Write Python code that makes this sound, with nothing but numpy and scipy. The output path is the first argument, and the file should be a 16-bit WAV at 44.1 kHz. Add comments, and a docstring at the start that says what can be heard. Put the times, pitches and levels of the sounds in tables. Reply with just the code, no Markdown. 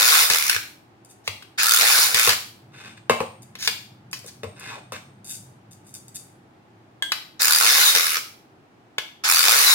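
"""In a small, humming stock room, a cordless rebar tier binds wire round a plastic pipe over a wooden bench.
In each cycle the gears whirr and clatter as wire is fed, the cutter snaps, and the hook twists with a
slower rattle. Between cycles the jaws click, and the pipe is dropped, dragged and stood up.
Its knocks make the bench boom and its wire ties jingle."""
import sys
import numpy as np
from scipy import signal
from scipy.fft import rfft, irfft
from scipy.io import wavfile
from scipy.ndimage import uniform_filter1d

SR = 44100
rng = np.random.default_rng(int(sys.argv[2]) if len(sys.argv) > 2 else 0)


def master(y):
    """Save y as 16-bit WAV."""
    cut = np.clip(np.atleast_2d(y).T, -1, 1)
    pcm = np.round(cut * 32767)  # scale
    wavfile.write(sys.argv[1], SR, pcm.astype(np.int16))


N = 429534
TIME = np.arange(N) / SR


def undb(db):
    """Turn decibels into a gain to multiply by."""
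    return 10 ** (np.asarray(db) / 20)


def unit(x):
    """Scale a sound to an average strength (rms) of 1."""
    return x / np.sqrt(np.mean(x ** 2) + 1e-20)


def add(out, s, x):
    """Mix x into out, starting at s seconds."""
    i = max(int(s * SR), 0)
    out[i:i + len(x)] += x[:max(N - i, 0)]


def ramp(from_s, length_s):
    """Rise from 0 to 1, starting at a given time."""
    return np.clip((TIME - from_s) / length_s, 0, 1)


def band(x, lo_hz, hi_hz, order=2):
    """Keep the part of a sound between two frequencies."""
    sos = signal.butter(order, [lo_hz, min(hi_hz, SR / 2 - 1)], "band", fs=SR, output="sos")
    return signal.sosfilt(sos, x + 1e-18)


def colour(x, points, size=4096):
    """Shape the tone along a curve of (f/Hz, level/dB) points."""
    hz, db = np.transpose(points)
    grid_hz = np.arange(size // 2 + 1) * SR / size + 1
    curve_db = np.interp(np.log(grid_hz), np.log(hz), db)
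    cepstrum = irfft(np.log(undb(curve_db)))
    cepstrum[1:size // 2] *= 2  # folded so that nothing rings ahead of a hit
    cepstrum[size // 2 + 1:] = 0
    return signal.oaconvolve(x, irfft(np.exp(rfft(cepstrum))))[:len(x)]


def resonate(x, peaks):
    """Boost the (f/Hz, width/Hz, level/dB) bands where an object likes to ring."""
    return x + sum(undb(db) * band(x, hz - width / 2, hz + width / 2, order=1) for hz, width, db in peaks)


def ring(modes, size=SR // 2):
    """A struck object's notes, a little different each time; each fades by 60 dB in its ring time."""
    t = np.arange(size) / SR
    return sum(undb(db + rng.normal()) * rng.choice([-1, 1]) * np.sin(2 * np.pi * hz * t)
               * np.exp(-np.log(1000) * t / ring_s) for hz, db, ring_s in modes)


def crack(decay_s, rattle_db, rattle_s, size=SR // 2):
    """A hard contact followed by a short rattle of loose parts."""
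    t = np.arange(size) / SR
    return rng.standard_normal(size) * (np.exp(-t / decay_s) + undb(rattle_db) * np.exp(-t / rattle_s))


def blow(x, levels_db, size=SR // 50):
    """Give the first moments of a hit their bass, middle and treble levels."""
    parts = [band(x, lo, hi, order=3) for lo, hi in [(110, 800), (800, 5000), (5000, 21000)]]
    return sum(part * undb(db) / np.std(part[:size]) for part, db in zip(parts, levels_db))


def grit(per_s, spread_db):
    """Tiny contacts of uneven size at random moments."""
    contacts = rng.random(N) < per_s / SR
    return unit(contacts * rng.standard_normal(N) * undb(spread_db * rng.standard_normal(N)))


def swell(stroke, depth_db=15.5):
    """One rubbing stroke grows to its peak and dies away."""
    start, rise_s, fall_s, db = stroke
    off_peak = 1 - ramp(start, rise_s) + ramp(start + rise_s, fall_s)
    return uniform_filter1d(undb(db - depth_db * off_peak ** 2) * (off_peak < 1), 128)


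def scrape(strokes, tone, per_s, gain_db, flutter_db):
    """Two surfaces stick and slip unevenly, in grains that take on the rubbed object's tone."""
    catching = undb(flutter_db * unit(band(rng.standard_normal(N), 7.8, 60)))
    grains = unit(colour(grit(per_s, spread_db=2.4) * catching, tone))
    return grains * undb(gain_db) * sum(map(swell, strokes))


def glides(notes, width_hz):
    """Steady rubbing sings rough, sliding notes."""
    out = np.zeros(N)
    for start, end, from_hz, to_hz, db in notes:
        n = max(int((end - start) * SR), 100)
        noise = rng.standard_normal(n) + 1j * rng.standard_normal(n)
        rough = signal.lfilter(*signal.butter(2, width_hz, fs=SR), noise)
        note = np.real(rough * np.exp(2j * np.pi * np.cumsum(np.linspace(from_hz, to_hz, n)) / SR))
        add(out, start, unit(note) * signal.windows.tukey(n, .5) * undb(db))
    return out


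def place(x, lag, pan_db):
    """Make a left and right pair: the right is lag samples later and pan_db quieter."""
    return np.array([x * undb(pan_db / 2), np.roll(x, lag) * undb(-pan_db / 2)])


# tone of the room's rumble: f/Hz, level/dB
RUMBLE_TONE = [(15, -61), (25, -26.5), (69, -20.5), (109, -7), (191, -11), (224, -10), (278, -8.5),
               (318, -5.5), (501, -17.5), (769, -14), (856, -14), (927, -19), (1810, -25.5), (2300, -28),
               (15000, -52.5)]
# how loud the hum is over time: t/s, level/dB
HUM_LEVELS = [(0, -61), (1.4, -66.5), (2.8, -54.5), (5.7, -53), (8.6, -76)]
def background(rumble_db=-52.5):
    """The room rumbles softly, with a wavering hum in two low bands."""
    rumble = np.array([unit(colour(rng.standard_normal(N), RUMBLE_TONE)) for _ in range(2)])
    hum = sum(undb(db) * unit(band(rng.standard_normal(N), hz - width / 2, hz + width / 2))
              for hz, width, db in [(118, 30, 0), (195, 70, -3)])
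    return rumble * undb(rumble_db) + hum * undb(np.interp(TIME, *np.transpose(HUM_LEVELS)))


# how long the room rings: f/Hz, ring time/s
ROOM_RING = [(150, 0.01), (500, 0.42), (1500, 0.3744), (4000, 0.4627), (9000, 0.35), (15000, 0.44)]
def room(x, early_db=-5, early_s=.0031, tail_db=-4, build_s=.0026, size=SR * 3 // 4):
    """Sound bounces quickly off the bench, then scatters among the shelves into a fading tail."""
    t = np.arange(size) / SR
    edges_hz = np.geomspace(60, 20000, 9)
    tail = np.zeros(size)
    for lo, hi in zip(edges_hz, edges_hz[1:]):
        ring_s = np.interp(np.sqrt(lo * hi), *np.transpose(ROOM_RING))
        tail += band(rng.standard_normal(size), lo, hi) * np.exp(-np.log(1000) * t / ring_s)
    tail *= 1 - np.exp(-t / build_s)
    early = rng.standard_normal(size) * (rng.random(size) < .15) * np.exp(-t / early_s)
    echoes = (undb(early_db) * unit(early) + undb(tail_db) * unit(tail)) / np.sqrt(size)
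    return signal.oaconvolve(x, echoes)[:N]


REBOUND_S = .0095  # a tick or knock touches again, more weakly, this much later
# ticks of the wire ties: t/s, peak level/dB
TIE_TICKS = [(1.0484, -35), (3.4212, -35), (4.1133, -30.5), (4.19, -28.5), (4.2632, -25), (4.279, -27),
             (4.5965, -27.5), (5.245, -29.5), (5.9407, -21), (6.0813, -32), (6.1572, -17)]
# ties rubbing on the pipe: start/s, rise/s, fall/s, level/dB
TIE_RUBS = [(1.086, 0.017, .04, -50), (3.418, .014, .01, -45), (5.243, .07, .075, -34),
            (5.708, .008, 0.043, -49), (5.845, .03, 0.069, -51), (5.937, 0.021, 0.031, -41.5),
            (6.143, 0.012, .018, -36), (6.16, .02, 0.046, -48)]
# tone of the thin wire: f/Hz, level/dB
TIE_TONE = [(880, -60), (1500, -15.5), (1620, -17), (2080, -23.5), (2360, -14), (3270, -19.5), (3680, -2.5),
            (4100, -23.5), (4700, -3), (5350, -11.5), (6080, -3.5), (9470, -2.5), (15800, -18)]
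def wire_ties(tick_db=-2, rebound_db=-8, rub_db=-2):
    """Loose wire ties tick, bounce and rub on the pipe."""
    ticks = np.zeros(N)
    for s, db in TIE_TICKS:
        for late_s, contact_db in [(0, tick_db), (REBOUND_S, rebound_db)]:
            tick = colour(crack(decay_s=.0017, rattle_db=-17.5, rattle_s=.011), TIE_TONE)
            add(ticks, s + late_s, tick / np.abs(tick).max() * undb(db + contact_db))
    rubbing = unit(colour(grit(per_s=2200, spread_db=2.5), TIE_TONE))
    return ticks + rubbing * undb(rub_db) * sum(map(swell, TIE_RUBS))


def tie_jingle(pipe, ring_hz=8520, width_hz=400, gain_db=-44, fade_s=.04):
    """Whatever shakes the pipe sets its wire ties ringing high; their slack limits how hard."""
    keep = np.exp(-1 / (fade_s * SR))
    shaking = np.sqrt(signal.lfilter([1 - keep], [1, -keep], np.abs(pipe)))
    ringing = unit(band(rng.standard_normal(N), ring_hz - width_hz / 2, ring_hz + width_hz / 2))
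    return ringing * shaking * undb(gain_db)


# drags along the bench: start/s, rise/s, fall/s, level/dB
PIPE_DRAGS = [(2.72, .12, 0.11, -45), (2.968, 0.0089, 0.011, -47), (4.56, 0.11, .13, -39.5),
              (4.925, .01, 0.064, -39)]
# tone of plastic on wood: f/Hz, level/dB
DRAG_TONE = [(120, -27), (220, 0.5), (450, -8), (800, -9), (1500, -4.5), (2500, -8.5), (4200, -10.5),
             (7500, -16), (15000, -32)]
# where the dragged pipe rings: f/Hz, width/Hz, level/dB
DRAG_PEAKS = [(787, 43, -1), (1150, 87, -11), (1540, 150, -2), (2450, 240, 5.5), (3560, 120, 5)]
def pipe_drag():
    """The pipe scrapes over the wood, which makes it ring."""
    return resonate(scrape(PIPE_DRAGS, DRAG_TONE, per_s=2400, gain_db=-2, flutter_db=1.5), DRAG_PEAKS)


# groans of the pipe: start/s, end/s, first f/Hz, last f/Hz, level/dB
PIPE_GROANS = [(4.63, 4.74, 2410, 1704, -50), (4.69, 4.81, 1150, 598, -43)]
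def pipe_groan():
    """The dragged pipe groans lower as it tips upright."""
    return glides(PIPE_GROANS, width_hz=220)


# knocks on the bench: t/s, bass/dB, middle/dB, treble/dB
PIPE_KNOCKS = [(2.273, -26, -21, -27), (3.0964, -16, -15, -31.5), (3.204, -23, -27.5, -43),
               (4.243, -47, -55, -56), (4.433, -31.5, -37.5, -49), (4.921, -38.5, -35, -42)]
# tone of a knock: f/Hz, level/dB
KNOCK_TONE = [(60, -18.5), (220, -7), (350, -10), (490, 2.5), (780, -11), (880, -12.5), (1050, -7),
              (1500, -16.5), (2300, -13.5), (5400, -27.5), (8400, -32), (15800, -40.5)]
# notes of the struck pipe and bench: f/Hz, level/dB, ring time/s
KNOCK_NOTES = [(170, -8, 0.22), (231, -1.5, 0.39), (415, -5, .12), (468, 1, 0.12), (585, -2, .14),
               (766, -5, 0.14), (1060, -4, 0.22), (1150, -5.5, 0.21), (1245, -4.5, 0.11), (1605, -13, .12),
               (2120, -12, 0.24), (2295, -11.5, 0.32), (2650, -11, 0.28)]
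def pipe_knocks(ring_db=-8, first_db=(-1, -1, 0), rebound_db=(-7, -16, -3)):
    """The pipe hits the bench and bounces, and both ring."""
    out = np.zeros(N)
    for s, *levels in PIPE_KNOCKS:
        for late_s, contact_db in [(0, first_db), (REBOUND_S, rebound_db)]:
            contact = unit(colour(crack(decay_s=.0021, rattle_db=-12.5, rattle_s=.022), KNOCK_TONE))
            knock = contact + undb(ring_db) * unit(ring(KNOCK_NOTES))
            add(out, s + late_s, blow(knock, np.add(levels, contact_db)))
    return out


# booms of the bench top: t/s, level/dB
BENCH_BOOMS = [(0.552, -39), (1.285, -38.5), (2.276, -33.5), (3.098, -35.5), (3.204, -38.5), (4.436, -31.5),
               (4.921, -46)]
# its low notes: f/Hz, level/dB, ring time/s
BENCH_NOTES = [(76, -8, 0.17), (90, 0, .22), (99, 6.5, 0.25), (124, -7.5, 0.24)]
def bench_booms(rise_s=.016):
    """The heavy bench top is slow to start booming after a hit."""
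    out = np.zeros(N)
    for s, db in BENCH_BOOMS:
        boom = ring(BENCH_NOTES)
        add(out, s, undb(db) * boom * (1 - np.exp(-TIME[:len(boom)] / rise_s)))
    return out


# slides of the wire: start/s, rise/s, fall/s, level/dB
WIRE_SLIDES = [(1.24, .033, .005, -45), (3.585, .075, .014, -28), (4.135, 0.0052, 0.042, -37),
               (4.26, .02, 0.03, -40)]
# tone of the sliding wire: f/Hz, level/dB
SLIDE_TONE = [(410, -61.5), (700, -23), (1180, -20), (1630, -10), (2580, -10.5), (3260, -10), (4120, -5.5),
              (6260, -5), (7810, -16.5), (10500, -15.5), (15800, -17)]
def wire_slides():
    """Wire slides in the tool's jaws with a fine scrape."""
    return scrape(WIRE_SLIDES, SLIDE_TONE, per_s=8100, gain_db=-1, flutter_db=2)


# taps of the jaw: t/s, level/dB
JAW_HITS = [(7.0235, -15.5)]
# notes of the jaw: f/Hz, level/dB, ring time/s
JAW_NOTES = [(1600, -12.5, 0.1), (1730, -10.5, .035), (2105, -8, 0.03), (3305, -0.5, 0.098),
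             (3370, -11.5, 0.13), (8500, -26.5, 0.26)]
def jaw_ring(contact_db=-5):
    """The steel jaw rings when it meets the pipe."""
    out = np.zeros(N)
    for s, db in JAW_HITS:
        contact = band(crack(decay_s=.0025, rattle_db=-12, rattle_s=.012), 1400, 9000, order=1)
        add(out, s, undb(db) * (ring(JAW_NOTES) + undb(contact_db) * contact))
    return out


SWITCH_S = .012  # the drive fades in or out over this time
CURL_AFTER_S, SPEED_UP_S = .2, .17  # after the trigger, the wire curls round the jaws and the feed speeds up
# tying cycles: trigger/s, wire caught/s, feed ends/s, cut/s, twist ends/s, feed rate/Hz, twist rate/Hz,
# twist slowing/(Hz per s), feed level/dB, twist level/dB, tool turned side-on/(0 or 1)
TYING_CYCLES = [(-.235, -.185, .215, .3, .568, 80, 88, 120, -19.5, -25, 0),
                (1.582, 1.632, 2.028, 2.145, 2.335, 77, 120, 85, -20, -20, 0),
                (7.399, 7.42, 7.887, 7.95, 8.182, 77.5, 88, 55, -20, -24, 1),
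                (9.241, 9.289, 9.745, 9.8, 10.03, 85, 88, 55, -20, -24, 1)]
def running_cycle():
    """The columns of the cycle under way at each moment; it takes over just before its trigger."""
    rows = np.array(TYING_CYCLES)
    return rows[np.searchsorted(rows[1:, 0] - SWITCH_S, TIME)].T


def recoil(thump_db=-46, side_on_db=-12, decay_s=.012):
    """Each cut jolts the whole tool with a dull thump, weaker when it is side-on."""
    out = np.zeros(N)
    t = TIME[:SR // 10]
    for _, _, _, cut, *_, side_on in TYING_CYCLES:
        thump = unit(band(rng.standard_normal(len(t)) * np.exp(-t / decay_s), 55, 230))
        add(out, cut, thump * undb(thump_db + side_on_db * side_on))
    return out


# clacks of the jaws: t/s, bass/dB, middle/dB, treble/dB, rattle/dB
JAW_CLACKS = [(.496, -52, -22, -22, -30), (1.2764, -37, -27, -34.5, -23), (1.424, -62, -47, -54, -28),
              (2.291, -33, -21, -19, -23), (3.553, -57.5, -43, -50, -26), (3.675, -38, -20.5, -24, -18),
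              (4.13, -58, -35.5, -36.5, -31), (7.119, -45, -23, -30.5, -23), (8.982, -38, -25.5, -37, -22)]
# the cutter's snap: bass/dB, middle/dB, treble/dB, rattle/dB
CUTTER_SNAP = (-40, -23, -21, -23.5)
# tone of both: f/Hz, level/dB
SNAP_TONE = [(100, -12), (280, -12), (460, -6.5), (800, -8.5), (1400, -2.5), (2300, -0.5), (3400, 1.5),
             (5000, -3.5), (7000, -11), (9500, -12.5), (13000, -11.5), (15800, -20)]
def snaps(lift_db=(0, 1, 1)):
    """The jaws clack on pipe and wire, and the cutter snaps once a cycle."""
    out = np.zeros(N)
    cuts = [(cut, *CUTTER_SNAP) for _, _, _, cut, *_ in TYING_CYCLES]
    for s, *levels, rattle_db in JAW_CLACKS + cuts:
        snap = colour(crack(decay_s=.0039, rattle_db=rattle_db, rattle_s=.016), SNAP_TONE)
        add(out, s, blow(snap, np.add(levels, lift_db)))
    return out


# the wire's whines, timed from the trigger: start/s, end/s, first f/Hz, last f/Hz, level/dB
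WIRE_WHINES = [(.07, .205, 4480, 4820, -39), (.39, .46, 4150, 3920, -37), (.45, .515, 3950, 3600, -33.5)]
# its growl, timed the same way: start/s, end/s, first f/Hz, last f/Hz, level/dB
WIRE_GROWLS = [(0.003, .22, 1298, 1443, -31)]
def wire_notes(side_whine_db=14, side_growl_db=-12):
    """The wire growls, and whines up then down, in its guide; side-on, more whine and less growl."""
    notes = []
    for trigger, *_, side_on in TYING_CYCLES:
        for table, side_db in [(WIRE_WHINES, side_whine_db), (WIRE_GROWLS, side_growl_db)]:
            notes += [(trigger + start, trigger + end, from_hz, to_hz, db + side_db * side_on)
                      for start, end, from_hz, to_hz, db in table if trigger + start > 0]
    return glides(notes, width_hz=55)


def drive(full_hz=158.1, coast_s=.14, idle_db=-9, slow_db=6, fast_db=-2, coast_db=-6, twist_db=2):
    """The feed speeds up and coasts; the hook slows as the wire tightens. 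Levels are strikes over whirr."""
    trigger, caught, fed, cut, _, feed_hz, twist_hz, sag_hz_per_s, *_ = running_cycle()
    speed = ramp(trigger + CURL_AFTER_S, SPEED_UP_S)
    feeding_hz = (feed_hz + (full_hz - feed_hz) * speed) * np.exp(-np.maximum(TIME - fed, 0) / coast_s)
    twisting_hz = np.maximum(twist_hz - sag_hz_per_s * (TIME - cut), twist_hz / 2)
    hz = np.where(TIME < cut, feeding_hz, twisting_hz)
    stages = [TIME < caught - SWITCH_S / 2, TIME < fed, TIME < cut]
    strike_db = np.select(stages, [idle_db, slow_db + (fast_db - slow_db) * speed, coast_db], twist_db)
    limping = (TIME < cut) * (1 - speed)
    return hz, strike_db, limping


def tooth_times(hz):
    """When each gear tooth strikes, and which of a pair it is; teeth engage afresh at catch and cut."""
    passed = np.cumsum(hz) / SR
    times, sides = [], []
    for _, caught, _, cut, stop, *_ in TYING_CYCLES:
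        for span in [(caught, cut), (cut, stop)]:
            teeth = np.arange(*np.interp(span, TIME, passed))
            times.extend(np.interp(teeth, passed, TIME))
            sides.extend((-1) ** np.arange(len(teeth)))
    return np.array(times), np.array(sides)


def clatter(strike_s=.0014, scatter_db=2, jitter=.04, limp=.1, shared=.4):
    """Teeth strike at the drive's speed, in uneven pairs, over the fine whirr of the gears."""
    hz, strike_db, limping = drive()
    s, side = tooth_times(hz)
    timing, strength = rng.standard_normal((N // 1000, 2))[:len(s)].T
    late_s = (limp * np.interp(s, TIME, limping) * (side - 1) + jitter * timing) / np.interp(s, TIME, hz)
    at = ((s + late_s) * SR).astype(int).clip(0, N - 1)
    blows = np.zeros(N)
    blows[at] = undb(scatter_db * strength) / np.sqrt(hz[at])
    fading = signal.lfilter([1], [1, -np.exp(-1 / (strike_s * SR))], blows)
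    force = uniform_filter1d(fading, size=40) / np.sqrt(strike_s / 2)
    weight = undb(strike_db)
    # the casing sounds different in each direction, so left and right share only a part
    common, left, right = ((weight * force * rng.standard_normal(N) + grit(per_s=12000, spread_db=1.9))
                           / np.hypot(weight, 1) for _ in range(3))
    return np.sqrt(shared) * place(common, lag=8, pan_db=1.5) + np.sqrt(1 - shared) * np.array([left, right])


def spool_wander(x, depth_db=2.4, size=512):
    """As spool and wire move, the tone of the clatter wanders from moment to moment."""
    spectra = signal.stft(x, nperseg=size)[2]
    wander = uniform_filter1d(rng.standard_normal(spectra.shape[1:]), size=4, axis=0)  # smooth over pitch
    wander = uniform_filter1d(wander, size=5, axis=1)  # and over time
    return signal.istft(spectra * undb(depth_db * unit(wander)), nperseg=size)[1][:, :N]


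def feed_load(curl_rise_s=.016, curl_fade_s=.17, coast_db_per_s=140.5):
    """The feed is soft and dull until the wire is caught, rumbles as it curls, and fades as it coasts."""
    trigger, caught, fed, cut, *_, feed_db, _, _ = running_cycle()
    curl_at = trigger + CURL_AFTER_S
    idle = 1 - ramp(caught - SWITCH_S, SWITCH_S / 2)
    curl = ramp(curl_at, curl_rise_s) * np.exp(-((TIME - curl_at) / curl_fade_s) ** 2)
    coasted_db = coast_db_per_s * np.clip(TIME - fed, 0, .07)
    level_db = feed_db - idle + ramp(curl_at, SPEED_UP_S) + 2.5 * curl - coasted_db
    running = ramp(trigger - SWITCH_S / 2, SWITCH_S) * (1 - ramp(cut, SWITCH_S))
    bass_db = -27.5 + 10 * curl + coasted_db
    treble_db = -2 - 10.5 * idle - 3.5 * curl
    return undb(level_db) * running, bass_db, treble_db


def twist_load(jolt_db=-18, jolt_s=.065, run_down_s=.06):
    """The hook starts with a jolt, rattles steadily, and loses its treble as it runs down."""
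    _, _, _, cut, stop, *_, twist_db, _ = running_cycle()
    jolt = np.exp(-((TIME - cut) / jolt_s) ** 2)
    ending = ramp(stop - run_down_s, run_down_s)
    level_db = twist_db + (jolt_db - twist_db) * jolt
    running = ramp(cut, SWITCH_S) * (1 - ramp(stop, SWITCH_S / 2))
    bass_db = -31 + 12 * jolt + 10 * ending
    treble_db = -4 - 4 * jolt - 11 * ending
    return undb(level_db) * running, bass_db, treble_db


# where the tool's casing rings: f/Hz, width/Hz, level/dB
CASING_PEAKS = [(500, 120, -11), (1240, 340, -6.5), (1400, 220, -4), (2310, 220, -20.5), (3600, 800, -11),
                (7100, 600, -9.5), (10250, 460, -8.5), (11170, 550, -10.5), (14660, 900, -9.5)]
def casing(teeth, load, tone, gain_db=-1):
    """The clatter rings the casing; the load sets its loudness, bass and treble."""
    gain, bass_db, treble_db = load
    ringing = unit(band(resonate(colour(teeth, tone), CASING_PEAKS), 190, 20000, order=3))
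    bass = signal.oaconvolve(ringing, signal.firwin(255, 800, fs=SR), "same")
    treble = ringing - signal.oaconvolve(ringing, signal.firwin(31, 8000, fs=SR), "same")
    middle = ringing - bass - treble
    return (middle + unit(bass) * undb(bass_db) + unit(treble) * undb(treble_db)) * undb(gain_db) * gain


# tone of the casing while wire is fed: f/Hz, level/dB
FEED_TONE = [(88, -58.5), (150, -35), (265, -14.5), (350, -24), (470, -12), (650, -11.5), (801, -6.5),
             (993, -8), (1410, -3.5), (2390, -.5), (2750, -5), (4630, 1), (8310, -6), (10100, -6),
             (15800, -8.5)]
# its tone while the hook twists: f/Hz, level/dB
TWIST_TONE = [(88, -57.5), (150, -26), (179, -26), (197, -36.5), (259, -31.5), (522, -16.5), (699, -16.5),
              (1250, -2.5), (1820, -2), (2340, 5), (2740, -2.5), (5310, 0), (8310, -5.5), (10500, -2),
              (15800, -5.5)]
def gears():
    """The gears first feed the wire and then turn the hook, heard through the casing."""
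    feeding, twisting = feed_load(), twist_load()
    return np.array([casing(teeth, feeding, FEED_TONE) + casing(teeth, twisting, TWIST_TONE)
                     for teeth in spool_wander(clatter())])


def scene():
    """The tool close by, the pipe further along the bench, both in the room."""
    direct = gears()
    tool = wire_notes() + snaps() + jaw_ring() + recoil() + wire_slides()
    pipe = pipe_drag() + pipe_knocks() + bench_booms() + pipe_groan()
    direct += place(tool, lag=5, pan_db=2.5)
    direct += place(pipe + tie_jingle(pipe), lag=-4, pan_db=1)
    direct += place(wire_ties(), lag=-4, pan_db=2.5)
    return direct + np.array([room(x) for x in direct]) + background()


# stereo width, the gain on what left and right do not share: f/Hz, level/dB
STEREO_WIDTH = [(30, -5.5), (70, -11), (250, -11.5), (500, -4.5), (1100, 1), (16000, -0.5)]
def record(dry, ceiling=.85, top_hz=15850):
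    """Draw the bass toward the centre, round off the peaks and cut the highest treble."""
    mid = (dry[0] + dry[1]) / 2
    side = colour((dry[0] - dry[1]) / 2, STEREO_WIDTH)
    stereo = np.array([mid + side, mid - side])
    rounded = stereo / (1 + (stereo / ceiling) ** 4) ** (1 / 4)
    return signal.sosfilt(signal.ellip(10, .2, 70, top_hz, fs=SR, output="sos"), rounded)


dry = scene()
out = record(dry)
master(out)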